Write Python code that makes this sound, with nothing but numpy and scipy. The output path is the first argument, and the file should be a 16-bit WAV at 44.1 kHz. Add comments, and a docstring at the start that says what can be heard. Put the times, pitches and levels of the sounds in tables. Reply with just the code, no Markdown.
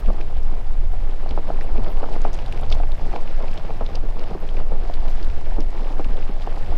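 """Off-road crawl on gravel

An off-road car creeps along a gravel track, heard from its side. Pinched stones pop out from under
the tyres with hollow knocks, click against each other and crunch in a dense bed, with a few thin squeaks.
Beneath, a four-cylinder engine drones and swells, the body booms over ruts and the suspension thumps.
Swaying air rumbles at the microphone, and the cooling fan adds a soft hiss."""
import sys
import numpy as np
from scipy import signal
from scipy.fft import rfft, irfft, next_fast_len
from scipy.io import wavfile
from scipy.ndimage import uniform_filter1d

SR = 44100
rng = np.random.default_rng(int(sys.argv[2]) if len(sys.argv) > 2 else 0)


def int16_out(signal):
    """Quantize to a 16-bit WAV file."""
    q = np.round(np.clip(np.atleast_2d(signal).T, -1, 1) * 32767)
    wavfile.write(sys.argv[1], SR, q.astype(np.int16))


N = 298902
TIME = np.arange(N) / SR

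# the loudest stones springing from under the tread:
# (time [s], level [dB], pitch [Hz], t60 [s], hard edge relative to the pop [dB])
STONE_POPS = [(0.0855, -22.5, 516, 0.014, -19), (0.0935, -28, 480, .009, -18), (.102, -21, 624, 0.027, -19),
              (0.524, -38, 393, .018, -22), (.937, -27.5, 780, 0.019, -17), (1.2611, -22, 670, 0.012, -15),
              (1.311, -36, 330, 0.032, -22), (1.3762, -17, 670, 0.0065, -13), (1.3844, -23, 562, .018, -16),
              (1.4856, -22.5, 580, 0.015, -22), (1.502, -15, 655, 0.023, -9),
              (1.758, -23.5, 760, .014, -19), (1.784, -24.5, 395, .02, -21), (2.0306, -18, 694, .0084, -17),
              (2.0405, -15, 693, 0.0051, -25), (2.0592, -25, 610, .011, -19),
              (2.088, -26, 666, 0.0082, -12), (2.163, -22.5, 594, .012, -22),
              (2.2509, -13.5, 710, 0.017, -15.5), (2.6177, -29, 640, .012, -20),
              (2.6318, -19, 710, 0.0075, -22), (2.7145, -20.5, 649, 0.0077, -8),
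              (2.8009, -20.5, 720, 0.035, -21), (2.8347, -26.5, 750, .012, -16),
              (3.0656, -27, 480, .014, -24), (3.1374, -20, 705, 0.012, -21),
              (3.1608, -16.5, 920, 0.0089, -20), (3.406, -25, 660, .023, -19),
              (3.443, -23.5, 633, 0.012, -20), (3.6968, -24.5, 600, 0.0073, -21),
              (3.7059, -22, 680, 0.0083, -23), (3.8106, -13, 690, 0.0064, -24),
              (3.821, -22.5, 620, 0.0093, -21), (3.906, -30, 520, 0.015, -20),
              (4.0364, -31, 450, 0.014, -22), (4.168, -26, 710, 0.012, -21), (4.1968, -32, 470, .014, -22),
              (4.239, -26.5, 650, 0.016, -17), (4.310, -25.5, 454, 0.044, -22),
              (4.3497, -24.5, 386, .043, -22), (4.431, -26, 525, 0.01, -20),
              (4.7198, -19.5, 510, 0.0068, -21), (4.8982, -23, 697, 0.035, -17),
              (5.5663, -25, 640, .012, -20), (5.583, -18.5, 340, 0.016, -20),
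              (5.81, -29.5, 420, 0.017, -17), (5.908, -24.5, 464, 0.015, -21),
              (5.9949, -18.5, 484, 0.0084, -11), (6.003, -25.5, 654, .013, -10),
              (6.0916, -27, 407, 0.024, -14), (6.181, -28, 576, 0.016, -20), (6.293, -32, 370, 0.023, -19),
              (6.4735, -18, 780, 0.0094, -29), (6.574, -24.5, 693, 0.0084, -21)]


def undb(db):
    """Decibels to gain."""
    return 10 ** (np.asarray(db) / 20)


def unit(x):
    """Scale to rms 1."""
    return x / np.sqrt(np.mean(x ** 2))


def curves(table):
    """The columns of an automation table, one value a sample."""
    times, *columns = np.transpose(table)
    return [np.interp(TIME, times, column) for column in columns]


def hump(s, length):
    """A smooth rise and fall that reaches 1 at time s."""
    return np.cos(np.pi * np.clip((TIME - s) / length, -.5, .5)) ** 2


def walk(rate):
    """Random drift: levels held for 1 / rate seconds and smoothed twice; spread about 1.5."""
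    hold = int(SR / rate)
    steps = np.repeat(rng.standard_normal(N // hold + 1), hold)
    return 2.075 * uniform_filter1d(uniform_filter1d(steps, hold), hold)[:N]


def colour(x, points):
    """Minimum-phase EQ through (frequency [Hz], gain [dB]) points; rms 1."""
    size = 2 * next_fast_len(N)
    hz, db = np.transpose(points)
    freq = np.maximum(np.arange(size // 2 + 1) * SR / size, 1)
    gain = undb(np.interp(np.log(freq), np.log(hz), db))
    cepstrum = irfft(np.log(gain))
    cepstrum[1:size // 2] *= 2  # folded forward, so nothing rings ahead of an attack
    cepstrum[size // 2 + 1:] = 0
    return unit(irfft(rfft(x, size) * np.exp(rfft(cepstrum)))[:N])


def fade(t60):
    """Exponential decay, cut after a tenth of a second."""
    return np.exp(-np.log(1000) * TIME[:SR // 10] / t60)


def ring(hz, t60):
    """A damped resonance that builds up over its first half cycle; peak 1."""
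    cycles = hz * TIME[:SR // 10]
    attack = 1 - np.exp(-(2 * cycles) ** 2)
    tone = np.sin(2 * np.pi * cycles) * fade(t60) * attack
    return tone / np.abs(tone).max()


def snap(hz, cycles):
    """A rounded contact: a short tone that peaks after the given number of cycles and dies; peak 1."""
    turns = hz * TIME[:SR // 10]
    rise = turns / cycles
    return (rise * np.exp(1 - rise)) ** 3 * np.cos(2 * np.pi * (turns - cycles))


def burst(lo_hz, hi_hz, t60):
    """A dying puff of band noise; peak 1."""
    band = signal.butter(2, [lo_hz, hi_hz], "band", fs=SR, output="sos")
    puff = signal.sosfilt(band, rng.standard_normal(SR // 10) * fade(t60))
    return puff / np.abs(puff).max()


def crumble(lo_hz, hi_hz, t60):
    """Grit gives way in a dying cluster of tiny cracks; starts near rms 1."""
    n = SR // 10
    band = signal.butter(4, [lo_hz, hi_hz], "band", fs=SR, output="sos")
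    cracks = rng.standard_normal(n) * (rng.random(n) < .1)
    return unit(signal.sosfilt(band, cracks)) * fade(t60)


def grains(per_s, spread_db, cycles, lo_hz, hi_hz, sizes):
    """Random contacts, mostly light, a few hard, on stones of several sizes; roughly white in its band."""
    out = np.zeros(N)
    for hz in np.geomspace(lo_hz, hi_hz, sizes):
        touch = rng.random(N) < per_s / sizes / SR
        force = undb(spread_db * np.minimum(rng.standard_exponential(N), 4.5)) * rng.choice([-1, 1], N)
        ringing = signal.oaconvolve(touch * force, ring(hz, cycles / hz))[:N]
        out += np.sqrt(hz) * unit(ringing)
    return out


def rumble(db, points):
    """Coloured noise, evened out over an eighth of a second so that it follows the given level."""
    swing = colour(rng.standard_normal(N), points)
    strength = np.sqrt(uniform_filter1d(swing ** 2, size=SR // 8))
    return swing / strength * undb(db)


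def add(out, s, sound):
    """Mix a sound in at time s."""
    start = max(int(s * SR), 0)
    out[start:start + len(sound)] += sound[:N - start]


def tread(load_db):
    """Stones shift under the rubber: dull, dense knocking over a rolling noise."""
    # tone of gravel under the tyre: (frequency [Hz], gain [dB])
    tread_eq = [(50, -6.5), (90, 9), (150, 1), (200, 1), (250, -2), (320, 1), (450, 0), (650, 0), (800, -1),
                (1000, -6.5), (1250, -11), (1600, -18.5), (2500, -18.5), (5000, -23), (15000, -103)]
    stones = grains(per_s=1000, spread_db=2.5, cycles=8.6, lo_hz=151.6, hi_hz=2660, sizes=15)
    rolling = undb(-2) * colour(rng.standard_normal(N), tread_eq)
    flutter_db = 1.1 * walk(30)
    return (colour(stones, tread_eq) + rolling) * undb(load_db - 1.41 + flutter_db)


def grit(grit_db):
    """Small stones grind against each other in a steady stream of fine, short ticks."""
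    # tone of loose grit: (frequency [Hz], gain [dB])
    grit_eq = [(500, -20.5), (1200, 7), (1700, 9.5), (2600, 3), (3300, 2), (4200, -2), (5200, -3.5),
               (6200, -11), (7500, -14), (10000, -27.5), (15000, -55)]
    stones = grains(per_s=1300, spread_db=2.2, cycles=5, lo_hz=980, hi_hz=11600, sizes=14)
    flurry_db = .6 * walk(45)
    return colour(stones, grit_eq) * undb(grit_db + .56 + flurry_db)


def sand(grit_db):
    """Short sprays of very fine grains fizz above the grit."""
    spray = unit(grains(per_s=700, spread_db=1.5, cycles=5, lo_hz=6200, hi_hz=10100, sizes=4))
    patches_db = 2.5 * np.clip(walk(16), -2, 2)
    return spray * undb(grit_db - 23 + patches_db)


def pebbles(grit_db):
    """Stray pebbles tick at random, and sharp chips crackle high above them."""
    ticks = unit(grains(per_s=35, spread_db=1, cycles=6.7, lo_hz=2300, hi_hz=5260, sizes=6))
    chips = unit(grains(per_s=70, spread_db=3.5, cycles=6, lo_hz=6000, hi_hz=10500, sizes=4))
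    return (undb(-14) * ticks + undb(-26) * chips) * undb(grit_db)


def engine():
    """A low, slightly rough exhaust drone swells under load; each order wavers on its own."""
    # engine speed: (time [s], firing rate [Hz])
    speed = [(0, 65.27), (1.2, 68.57), (2.65, 66.6), (3.1, 71.45), (4, 70.75), (5.3, 67.35)]
    # exhaust tones, the fractions from unequal cylinders: (multiple of the firing rate, level [dB])
    orders = [(.5, -20), (1, -1), (1.25, -8), (1.5, -9.5), (1.75, -11.5), (2, -13.5), (2.25, -17),
              (2.5, -20)]
    # pulls under load: (time of the crest [s], length [s], rise [dB])
    swells = [(0.927, .8, 10.5), (2.664, 0.87, 12.5), (3.04, .43, 6), (3.69, .9, 7.5), (5.35, .53, 8),
              (6.717, .45, 12.5)]
    firing_hz, = curves(speed)
    crawl_db, speed_wobble = -42, .00652
    swell_db = sum(rise_db * hump(s, length) for s, length, rise_db in swells)
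    phase = 2 * np.pi * np.cumsum(firing_hz * (1 + speed_wobble * walk(29.47))) / SR
    drone = np.zeros(N)
    for order, db in orders:
        drone += undb(db + 1.3 * walk(11)) * np.sin(order * phase + 2 * np.pi * rng.random())
    return drone * undb(crawl_db + swell_db)


def chassis():
    """The chassis shakes with a deep rumble that comes and goes on the uneven ground."""
    # strength of the shaking: (time [s], level [dB])
    shake = [(0, -28), (.45, -29.5), (.85, -33.5), (1.3, -30), (1.8, -32), (2.7, -36.5), (3.4, -42),
             (4.2, -35.5), (4.9, -34), (5.8, -36.5), (6.25, -32.5), (6.7, -34)]
    # tone of the chassis: (frequency [Hz], gain [dB])
    chassis_eq = [(15, -2.5), (28, -3.5), (42, 2), (58, -10.5), (82, -12.5), (150, -20.5), (300, -36),
                  (1000, -102), (4000, -120)]
    shake_db, = curves(shake)
    lurch_db = 2.2 * walk(8)
    return rumble(shake_db + lurch_db, chassis_eq)


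def sway():
    """Air pushes slowly on the microphone in gusts; the largest pressure swings are rounded off."""
    # strength of the push: (time [s], level before the soft clip [dB])
    push = [(0, -8.5), (.25, -17), (.46, -10), (.85, -11.5), (1.35, -11), (1.9, -11.5), (2.25, -10),
            (2.4, -18.5), (2.8, -8.5), (3.02, -13), (3.22, -7.5), (3.62, -16.5), (4.03, -9), (4.27, -15),
            (5.05, -9.5), (5.22, -13.5), (5.9, -13.5), (6.7, -13.5)]
    # sub-bass tone of the moving air: (frequency [Hz], gain [dB])
    sway_eq = [(3, -19), (9, 2.5), (15, 1.5), (21, -4), (28, -14.5), (40, -38.5), (80, -73.5), (200, -100)]
    push_db, = curves(push)
    gust_db = 1.6 * walk(6)
    ceiling = .55
    return ceiling * np.tanh(rumble(push_db + gust_db, sway_eq) / ceiling)


def air():
    """Smooth, steady hiss of the cooling fan and open air."""
    # tone of the hiss: (frequency [Hz], gain [dB])
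    hiss_eq = [(100, 6), (700, 8), (2000, 0), (5000, -6), (8000, -11.5), (12000, -14.5), (16000, -19)]
    return undb(-57) * colour(rng.standard_normal(N), hiss_eq)


def jolts():
    """A wheel drops into a rut and the body booms for a few cycles on its springs."""
    # drops into ruts: (time [s], level [dB], pitch of the body [Hz])
    ruts = [(0.018, -20, 38.5), (0.367, -14.5, 42.7), (1.295, -18.5, 56), (1.707, -17, 45),
            (2.136, -26, 41), (2.361, -28, 41.7), (2.703, -25, 40.6), (3.81, -24.5, 68), (4.699, -22, 36.2),
            (4.986, -13, 33), (5.29, -26, 45.5), (5.652, -30, 36.2), (6.059, -16.5, 38), (6.69, -23, 48.7)]
    out = np.zeros(N)
    t = TIME[:SR // 3]
    rise = t / .017  # crests after 17 ms
    envelope = (rise * np.exp(1 - rise)) ** 2
    for s, db, hz in ruts:
        add(out, s, undb(db) * envelope * np.sin(2 * np.pi * hz * t))
    return out


def clicks():
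    """Two stones graze, then snap together with a dry tick and a brief ring; grit crumbles between."""
    # the loudest hits of stone on stone: (time [s], level [dB], pitch [Hz], splinter level [dB])
    stone_hits = [(.061, -33, 2600, -72), (.2124, -30.5, 2510, -59), (0.3698, -38, 3130, -65),
                  (1.113, -39, 3280, -65), (1.292, -33, 4400, -62), (1.3097, -30, 3260, -62),
                  (1.611, -28, 1900, -60), (1.7665, -34, 2350, -60), (1.7794, -32, 2480, -62),
                  (1.837, -43, 4310, -46), (1.846, -34, 3150, -58), (1.9722, -35, 2880, -55),
                  (1.983, -48, 5500, -48), (2.218, -33, 6500, -49), (2.2464, -32.5, 2360, -53),
                  (2.2548, -34, 2440, -56), (2.3315, -33, 5850, -43), (2.3397, -34, 5600, -47),
                  (2.3456, -35, 6500, -44), (2.3903, -29.5, 2740, -53), (2.462, -32, 3680, -45),
                  (2.5251, -27, 2640, -41), (2.5757, -33.5, 2350, -60), (2.612, -44, 3550, -41.5),
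                  (2.635, -33.5, 3300, -60), (2.703, -28.5, 4730, -54), (2.7173, -28, 4500, -46),
                  (2.7258, -16.5, 3450, -45), (2.8347, -35.5, 2430, -62), (2.9195, -30.5, 3670, -48),
                  (3.161, -26, 2360, -53), (3.276, -31.5, 2670, -60), (3.483, -30, 2470, -60),
                  (3.5313, -35, 2560, -60), (3.5767, -27.5, 3520, -62), (3.7044, -35.5, 2480, -62),
                  (3.864, -27.5, 3580, -54), (3.9556, -23, 4650, -46), (4.195, -34.5, 4750, -56),
                  (4.240, -34, 2980, -51), (4.490, -30.5, 3150, -57), (4.5692, -30.5, 2520, -61),
                  (4.94, -28.5, 3700, -45), (5.083, -32, 3060, -58), (5.2294, -32, 4650, -53),
                  (5.247, -39, 3900, -44), (5.3, -34.5, 2560, -60), (5.606, -30, 5200, -50),
                  (5.847, -35.5, 2800, -60), (6, -38, 2420, -63), (6.0453, -30.5, 2700, -46),
                  (6.17, -35, 3330, -52), (6.2267, -33, 2630, -58), (6.422, -32.5, 3220, -54),
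                  (6.585, -42, 2670, -58)]
    typical_db = -28
    out = np.zeros(N)
    for s, db, hz, splinter_db in stone_hits:
        tick = snap(hz, cycles=1.2)
        note = undb(-10) * snap(hz, cycles=3.2)
        larger_stone = undb(-14) * snap(.62 * hz, cycles=2.55)
        graze = undb(-12) * snap(.76 * hz, cycles=1)
        crumble_db = -44 + 1.17 * (db - typical_db)  # harder hits crush more grit
        add(out, s, undb(db) * (tick + note + larger_stone))
        add(out, s - .0014, undb(db) * graze)
        add(out, s - .004, undb(crumble_db) * crumble(lo_hz=2030, hi_hz=5360, t60=.054))
        add(out, s, undb(splinter_db) * burst(lo_hz=6500, hi_hz=11500, t60=.014))
    return out


def thumps():
    """The suspension takes a blow and rings low and briefly."""
    # blows from the bigger stones: (time [s], level [dB], pitch [Hz], t60 [s])
    blows = [(0.076, -25, 207, 0.21), (1.31, -28.5, 202, 0.045), (1.781, -25, 234, 0.046),
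             (2.031, -22, 293, 0.028), (3.81, -24, 240, 0.029), (4.311, -25.5, 182, 0.076),
             (4.72, -29.5, 230, 0.035), (5.583, -30, 276, 0.054), (5.808, -30, 290, 0.03),
             (5.996, -23, 303, 0.037), (6.061, -28, 234, 0.031), (6.292, -31, 240, 0.034)]
    out = np.zeros(N)
    for s, db, hz, t60 in blows:
        add(out, s, undb(db) * ring(hz, t60))
    return out


def climbing():
    """Extra load in dB while the tread presses on a stone that is about to pop."""
    rise_db, lead_s, width_s = 2.5, .0046, .0051
    press = sum(np.exp(-((TIME - s + lead_s) / width_s) ** 2) for s, *_ in STONE_POPS)
    return rise_db * np.minimum(press, 1)


def wheel_arch():
    """The wheel arch and tyre wall ring after a blow, tuned a little differently each time."""
    # their resonances: (frequency [Hz], t60 [s], relative level [dB])
    modes = [(193, 0.049, -19), (314, 0.021, 6), (459.4, 0.15, 5), (622, 0.09, -10), (643, 0.23, -14),
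             (786, 0.047, 9), (1184, 0.023, 4)]
    detune = .06
    return sum(undb(db) * rng.choice([-1, 1]) * ring(hz * (1 + detune * rng.uniform(-1, 1)), t60)
               for hz, t60, db in modes) / 2


def knocks():
    """A pinched stone springs free: the tyre pops hollowly, the arch rings on and the ground settles."""
    typical_db, typical_hz = -21, 650
    out = np.zeros(N)
    for s, db, hz, t60, edge_db in STONE_POPS:
        pop = ring(hz, t60) + undb(edge_db) * snap(1.787 * hz, cycles=1.52)
        arch = undb(-16.5) * wheel_arch()
        settling = undb(-17) * crumble(lo_hz=460, hi_hz=1130, t60=.085)
        # harder blows and bigger, lower stones thud more
        thud_db = -36 + .37 * (db - typical_db) - 14.5 * np.log2(hz / typical_hz)
        add(out, s, undb(db) * (pop + arch))
        add(out, s - .003, undb(db) * settling)  # the stone starts to slip just before it pops
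        add(out, s, undb(thud_db) * burst(lo_hz=140, hi_hz=354, t60=.13))
    return out


def squeaks():
    """Faint, very high, rough chirps of several tones that swell and die."""
    # thin squeaks: (time [s], pitch [Hz], length [s], level [dB], jitter [share of the pitch])
    chirps = [(.09, 10400, .03, -70, .006), (.25, 10300, .03, -70, .006), (.897, 12500, .05, -68, .03),
              (1.465, 10300, .035, -67, .006), (1.613, 10450, 0.059, -61, .016),
              (1.886, 14000, .06, -57, .004), (2.125, 10400, .035, -63, .012),
              (4.39, 13100, .04, -68.5, .025), (5.077, 12850, .045, -64, .018)]
    # tones of one squeak: (multiple of its pitch, level [dB])
    partials = [(.74, -10), (1, -2), (1.34, -17)]
    out = np.zeros(N)
    for s, hz, length, db, jitter in chirps:
        n = int(length * SR)
        phase = 2 * np.pi * np.cumsum(hz * (1 + jitter * walk(1500)[:n])) / SR
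        tones = sum(undb(tone_db) * np.sin(ratio * phase) for ratio, tone_db in partials)
        roughness_db = 3.4 * walk(300)[:n]
        add(out, s, undb(db + roughness_db) * np.hanning(n) * tones)
    return out


def crunches():
    """The tread crushes pockets of fine gravel: short surges of sharp crackles."""
    # crushed pockets: (time of the crest [s], length [s], level [dB])
    pockets = [(.73, .06, -64), (1.89, .04, -52.5), (2.13, .08, -54.5), (2.355, 0.055, -54),
               (2.75, .03, -51), (3.072, .04, -53), (3.21, .03, -58), (3.556, .02, -63),
               (5.095, 0.045, -55), (5.706, .02, -57), (6.253, .03, -57), (6.428, .04, -57)]
    # bright tone of the crackles: (frequency [Hz], gain [dB])
    crunch_eq = [(2000, -3), (4500, 2), (7500, -6), (10000, -14), (14000, -24)]
    cracks = grains(per_s=550, spread_db=2.5, cycles=4, lo_hz=3000, hi_hz=13000, sizes=7)
    surge = sum(undb(db) * hump(s, length) for s, length, db in pockets)
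    return colour(cracks, crunch_eq) * surge


def scene():
    """Tyres on gravel over the engine, the shaking chassis and the swaying air, in mono."""
    # how stony the track is: (time [s], load on the tread [dB], loose grit [dB])
    track = [(0, -40.5, -53), (.22, -42, -55.5), (.5, -41, -55.5), (.9, -43, -57), (1.25, -39.5, -55.5),
             (1.55, -39.5, -53), (1.72, -36.5, -60), (2.1, -37.5, -53), (2.35, -35, -51.5),
             (2.5, -38.5, -50.5), (2.73, -37, -53), (2.9, -42.5, -53.5), (3.13, -35.5, -51.5),
             (3.27, -41, -51.5), (3.48, -38, -49), (3.65, -42, -51), (4.05, -39, -56), (4.52, -40.5, -53),
             (4.72, -40, -58), (4.93, -39.5, -51), (5.23, -40.5, -50), (5.38, -40, -51.5), (5.68, -41, -55),
             (5.8, -39.5, -51), (6.22, -39.5, -51.5), (6.33, -43, -54.5), (6.45, -39, -50),
             (6.75, -38.5, -50)]
    load_db, grit_db = curves(track)
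    bed = tread(load_db + climbing()) + grit(grit_db) + sand(grit_db) + pebbles(grit_db)
    accents = crunches() + knocks() + clicks()
    car = engine() + jolts() + thumps() + chassis() + squeaks()
    return (bed + accents + car + sway() + air())[None]


def record(dry):
    """A steep low-pass trims the very top."""
    top_hz = 15800
    return signal.sosfilt(signal.ellip(8, .2, 70, top_hz, fs=SR, output="sos"), dry)


dry = scene()
out = record(dry)
int16_out(out)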